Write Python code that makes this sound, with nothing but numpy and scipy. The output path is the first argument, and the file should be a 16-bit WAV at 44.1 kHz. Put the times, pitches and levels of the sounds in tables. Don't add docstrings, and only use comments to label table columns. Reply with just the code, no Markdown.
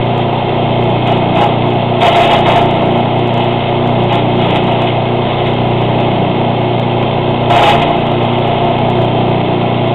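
import sys
import numpy as np
from scipy import signal
from scipy.fft import rfft, irfft, next_fast_len
from scipy.io import wavfile
from scipy.ndimage import uniform_filter1d

SR = 44100
rng = np.random.default_rng(int(sys.argv[2]) if len(sys.argv) > 2 else 0)


def dump(signal):
    limited = np.clip(np.atleast_2d(signal).T, -1, 1)
    pcm = np.round(limited * 32767).astype(np.int16)
    wavfile.write(sys.argv[1], SR, pcm)


N = 438354
TIME = np.arange(N) / SR

# multiple_of_firing_rate, level_db
EXHAUST_HARMONICS = [(1, -36), (2, -40), (3, -30.5), (4, -17), (5, -23), (6, -25), (7, -31.5), (8, -32),
                     (9, -37), (10, -29), (11, -28.5), (12, -24.5), (13, -27), (14, -31), (15, -32),
                     (16, -36), (17, -35), (18, -39.5), (19, -28), (20, -30.5), (21, -38), (22, -25),
                     (23, -36), (24, -27.5), (25, -33), (26, -28.5), (27, -42.5), (28, -40), (29, -43),
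                     (30, -32), (31, -38), (32, -39.5), (33, -33.5), (34, -48.5), (35, -48.5)]
# multiple_of_rotor_speed, level_db
ROTOR_HARMONICS = [(1, -43.5), (2, -33.5), (3, -38), (4, -22.5), (5, -33), (6, -25.5), (7, -42), (8, -40.5),
                   (9, -43), (10, -35), (11, -31.5), (12, -31.5), (13, -42), (14, -34), (15, -45),
                   (16, -45.5)]
# pitch_hz, level_db (per Hz)
RUSH_SPECTRUM = [(20, -25.5), (60, -17.5), (110, -11.5), (170, -1.5), (270, -9), (400, -5.5), (500, -2),
                 (720, -7), (1000, -12), (1150, -24), (1500, -18.5), (2400, -23.5), (3500, -22),
                 (4300, -15)]
# pitch_hz, width_hz, level_db
DUCT_TONES = [(192, 14, 3.5), (391.6, 59, -5), (689, 56, -3), (830, 173, -5), (1262, 100, -14)]
# pitch_hz, width_hz, level_db
PANEL_TONES = [(180.6, 16, -5), (301, 16, -1)]
# pitch_hz, width_hz, level_db
COVER_TONES = [(1996, 120, -4.5), (2174, 67, 1), (2540, 140, -1), (2780, 200, -2), (3170, 168, 4),
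               (3250, 166, 2), (3474, 83, -1), (4170, 210, -11)]
# pitch_hz, width_hz, level_db
HOUSING_TONES = [(355, 66, -9.5), (452, 85, -9.5), (561, 140, -9.5), (692.4, 22.1, 4.5), (830.2, 15.8, 1),
                 (884, 13, 0.5), (900, 71, -6), (1075.5, 35, -10.5), (1190, 28, -17), (1344, 63, -15)]
# pitch_hz, width_hz, level_db
SPLINTER_TONES = [(1500, 370, -13), (2092, 170, -1.5), (2580, 110, 0.5), (2929, 43, 4.5), (3220, 200, -1.5),
                  (3700, 550, -6.5)]
# start_s, length_s, drumming_db, splintering_db, speed_lost (firings per second)
WOOD_PIECES = [(1.05, 0.061, -14, -22.5, 0.19), (1.35, .06, -11.5, -20, 0.063),
               (1.396, 0.023, -7.5, -26.5, .04), (2.002, .08, -4.5, -12.5, 0.25),
               (2.137, .11, -7, -15, 0.35), (2.29, .04, -6.5, -14, 0.029), (2.447, .11, -6.5, -16.5, .2),
               (2.746, .22, -19, -31, 0.051), (3.352, 0.37, -21, -28.5, 0.012),
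               (4.089, 0.094, -15.5, -22, 0.083), (4.376, .19, -15.5, -22.5, 0.26),
               (4.659, 0.18, -17.5, -24.5, 0.00018), (5.257, .22, -23.5, -26.5, 0.01),
               (5.676, 0.48, -30.5, -29.5, 0.022), (7.495, 0.095, -4, -14, 0.58),
               (7.612, 0.089, -3, -11.5, 0.5), (7.81, 0.066, -12, -24.5, 0.055),
               (8.094, 0.61, -22, -30.5, 0.0095)]
# start_s, peak_db
STICK_SNAPS = [(1.098, -27), (1.43, -23), (2.3301, -20), (3.3998, -24), (4.4993, -20.5), (4.558, -18),
               (4.8688, -21), (5.4581, -21.5), (7.8139, -16.5)]

FREE_RATE = 30.151
BELT_RATIO = 1.9818
BELT_SLIP = .6
RECOVER_S = .351
MUFFLER_SMEAR = .25
PANEL_LAG = 0.16
BITE_S, CLEAR_S = 0.012, 0.068
TUMBLE_DB, TUMBLE_S = -16.5, 0.77
LITTER_DRUM_DB, LITTER_SPLINTER_DB = -20.5, -41.5
MIC_TOP_HZ, MIC_STOP_HZ, CUTOFF_HZ = 3720, 4450, 15900
OVERLOAD = .71


def exhaust(cycles, sag, level_db, uneven_db, jitter, labour, thump, intake_lag_s):
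    firing_db = uneven_db * rng.standard_normal(int(cycles[-1]) + 1)
    strength = from_db(firing_db)[cycles.astype(int)]
    puffs = pulses(cycles + jitter * drift(22), EXHAUST_HARMONICS, smear=MUFFLER_SMEAR)
    puffs = puffs * uniform_filter1d(strength, size=64)
    throttle = np.interp(TIME - .07, TIME, sag)
    thumps = signal.sosfilt(signal.butter(2, 65, fs=SR, output="sos"), puffs)
    late_puffs = np.interp(TIME - intake_lag_s, TIME, puffs)
    gulp_band = signal.butter(1, [100, 220], "band", fs=SR, output="sos")
    gulps = signal.sosfilt(gulp_band, late_puffs)
    return from_db(level_db) * (puffs + thump * throttle * thumps + labour * throttle ** 2 * gulps)


def rotor(turns, level_db, waver_db, wobble):
    loudness = from_db(level_db + waver_db * drift(3.8))
    return loudness * pulses(turns + wobble * drift(3.6), ROTOR_HARMONICS, smear=0.0022)


def chipping(turns, drum_db, splinter_db, bite, knots_db):
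    drum, splinter = crunch_levels()
    bites = rms_one(1 + bite * strokes(2 * turns, decay=1.0))
    force = bites * from_db(knots_db * drift(14))
    thuds = resonate(grains(4000, spread_db=1.0) * force * drum, HOUSING_TONES)
    cracks = resonate(grains(5000, spread_db=2.0) * force * splinter, SPLINTER_TONES)
    return from_db(drum_db) * thuds + from_db(splinter_db) * cracks


def crunch_levels():
    drum_power = from_db(LITTER_DRUM_DB) ** 2
    splinter_power = from_db(LITTER_SPLINTER_DB) ** 2
    for start, length, drum_db, splinter_db, _ in WOOD_PIECES:
        after = np.maximum(TIME - start - length, 0)
        onset = np.clip((TIME - start) / BITE_S, 0, 1) ** 2
        clearing = np.exp(-2 * after / CLEAR_S)
        tumbling = from_db(TUMBLE_DB) ** 2 * np.exp(-2 * after / TUMBLE_S)
        power = onset * (clearing + tumbling)
        drum_power = drum_power + from_db(drum_db) ** 2 * power
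        splinter_power = splinter_power + from_db(splinter_db) ** 2 * power
    return np.sqrt(drum_power), np.sqrt(splinter_power)


def snaps(level_db, decay_s):
    burst = 0
    for start, peak_db in STICK_SNAPS:
        fade = np.exp(-np.minimum(abs(TIME - start) / decay_s, 20))
        burst = burst + from_db(peak_db) * (TIME >= start) * fade
    return from_db(level_db) * resonate(burst * rng.standard_normal(N), SPLINTER_TONES)


def speed_sag():
    braking = 0
    for start, length, _, _, lost in WOOD_PIECES:
        being_cut = (TIME >= start) & (TIME < start + length)
        braking = braking + lost / length * being_cut
    return signal.lfilter([1 / SR], [1, -np.exp(-1 / (RECOVER_S * SR))], braking + 1e-18)


def clatter(cycles, level_db, tap_share):
    taps = strokes(2 * cycles - .75, decay=0.075)
    rattle = grains(9000, spread_db=4.0) * (1 + tap_share * taps)
    return from_db(level_db + .5 * drift(16)) * resonate(rattle, COVER_TONES)


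def panels(puffs, beat, level_db):
    hum = 0
    for hz, width, db in PANEL_TONES:
        hum = hum + from_db(db) * signal.lfilter(*signal.iirpeak(hz, hz / width, fs=SR), puffs)
    return from_db(level_db) * np.cos(2 * np.pi * (beat - PANEL_LAG)) * hum


def air(cycles, rush_db, duct_db, throb_db, gust_db):
    throb = from_db(throb_db * np.cos(2 * np.pi * (cycles - .05)) + gust_db * drift(7.5))
    ducts = resonate(rng.standard_normal(N) * throb, DUCT_TONES)
    return from_db(rush_db) * coloured(RUSH_SPECTRUM) * throb + from_db(duct_db) * ducts


def through_trees(x, echo_db, delay_s, sway_s):
    upper = signal.sosfilt(signal.butter(2, 250, "high", fs=SR, output="sos"), x)
    echo = np.interp(TIME - delay_s - sway_s * drift(0.58), TIME, upper)
    return x + from_db(echo_db) * echo


def pulses(turns, harmonics, smear):
    size = 2048
    order, db = np.transpose(harmonics)
    k = np.arange(size // 2 + 1)
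    skirt_db = np.interp(k, np.r_[0, order, 2 * len(order)], np.r_[db[0], db, db[-1] - 25])
    cepstrum = irfft(np.log(from_db(skirt_db)))
    causal = np.r_[cepstrum[0], 2 * cepstrum[1:size // 2], np.zeros(size // 2)]
    spectrum = np.exp(rfft(causal) - 1j * smear * k ** 2)
    pulse = irfft(spectrum) * size / np.sqrt(2)
    return np.interp(turns % 1, np.arange(size) / size, pulse.mean() - pulse)


def strokes(turns, decay):
    return rms_one(np.exp(-(turns % 1) / decay))


def grains(per_s, spread_db):
    size_db = spread_db * np.minimum(rng.exponential(1, N), 4)
    sizes = from_db(size_db) * rng.choice([-1, 1], N)
    return rms_one(sizes * (rng.random(N) < per_s / SR))


def resonate(x, modes):
    out, power = 0, 0
    for k, (hz, width, db) in enumerate(modes):
        r = np.exp(-np.pi * width / SR)
        top = (1 - r * r) / 2
        ringing = [1, -2 * r * np.cos(2 * np.pi * hz / SR), r * r]
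        tone = signal.lfilter([top, 0, -top], ringing, x + 1e-18)
        out = out + (-1) ** k * from_db(db) * tone
        power += top * from_db(db) ** 2
    return out / np.sqrt(power)


def coloured(spectrum):
    size = next_fast_len(N)
    hz, db = np.transpose(spectrum)
    bins_hz = np.fft.rfftfreq(size, 1 / SR)
    gain = from_db(np.interp(np.log(bins_hz + 1), np.log(hz), db))
    return rms_one(irfft(rfft(rng.standard_normal(size)) * gain, size)[:N])


def drift(rate):
    r = np.exp(-80 * np.pi * rate / SR)
    noise = rng.standard_normal(N // 40 + 2002)
    slow = signal.lfilter([1], [1, -2 * r, r * r], noise)[2000:]
    return np.interp(np.arange(N) / 40, np.arange(len(slow)), rms_one(slow))


def saturate(x, top, order):
    return x / (1 + (x / top) ** order) ** (1 / order)


def from_db(db):
    return 10 ** (np.asarray(db) / 20)


def rms_one(x):
    return x / np.sqrt(np.mean(x ** 2) + 1e-20)


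def scene():
    sag = speed_sag()
    rate = FREE_RATE - sag
    cycles = np.cumsum(rate) / SR + .088
    turns = np.cumsum(BELT_RATIO * rate - BELT_SLIP * sag) / SR + .376
    beat = 2 * cycles - turns - .36
    surge = from_db(0.62 * np.cos(2 * np.pi * beat))
    puffs = surge * exhaust(cycles, sag, level_db=-0.38, uneven_db=0.95, jitter=0.00089,
                            labour=1.5, thump=1.8, intake_lag_s=.0131)
    hum = puffs + panels(puffs, beat, level_db=0.3)
    hum = hum + rotor(turns, level_db=0.87, waver_db=1.57, wobble=0.0017)
    drone = through_trees(hum, echo_db=-11.5, delay_s=.016, sway_s=0.00075)
    wood = chipping(turns, drum_db=0.0, splinter_db=0.0, bite=0.97, knots_db=1.0)
    wood = wood + snaps(level_db=3.5, decay_s=0.02)
    roar = clatter(cycles, level_db=-23.5, tap_share=0.25)
    roar = roar + air(cycles, rush_db=-17.5, duct_db=-23.0, throb_db=1.0, gust_db=0.5)
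    return (drone + roar + wood)[None]


def record(dry):
    rounded = saturate(dry, top=0.74, order=8)
    dull = signal.sosfilt(signal.cheby1(8, .3, MIC_TOP_HZ, fs=SR, output="sos"), rounded)
    narrow = signal.sosfilt(signal.ellip(8, .1, 80, MIC_STOP_HZ, fs=SR, output="sos"), dull)
    flat = saturate(narrow, OVERLOAD, order=80)
    edge = signal.sosfilt(signal.butter(1, [4500, 6800], "band", fs=SR, output="sos"), flat)
    softened = flat - 0.48 * edge
    return signal.sosfilt(signal.ellip(10, .1, 80, CUTOFF_HZ, fs=SR, output="sos"), softened)


dry = scene()
out = record(dry)
dump(out)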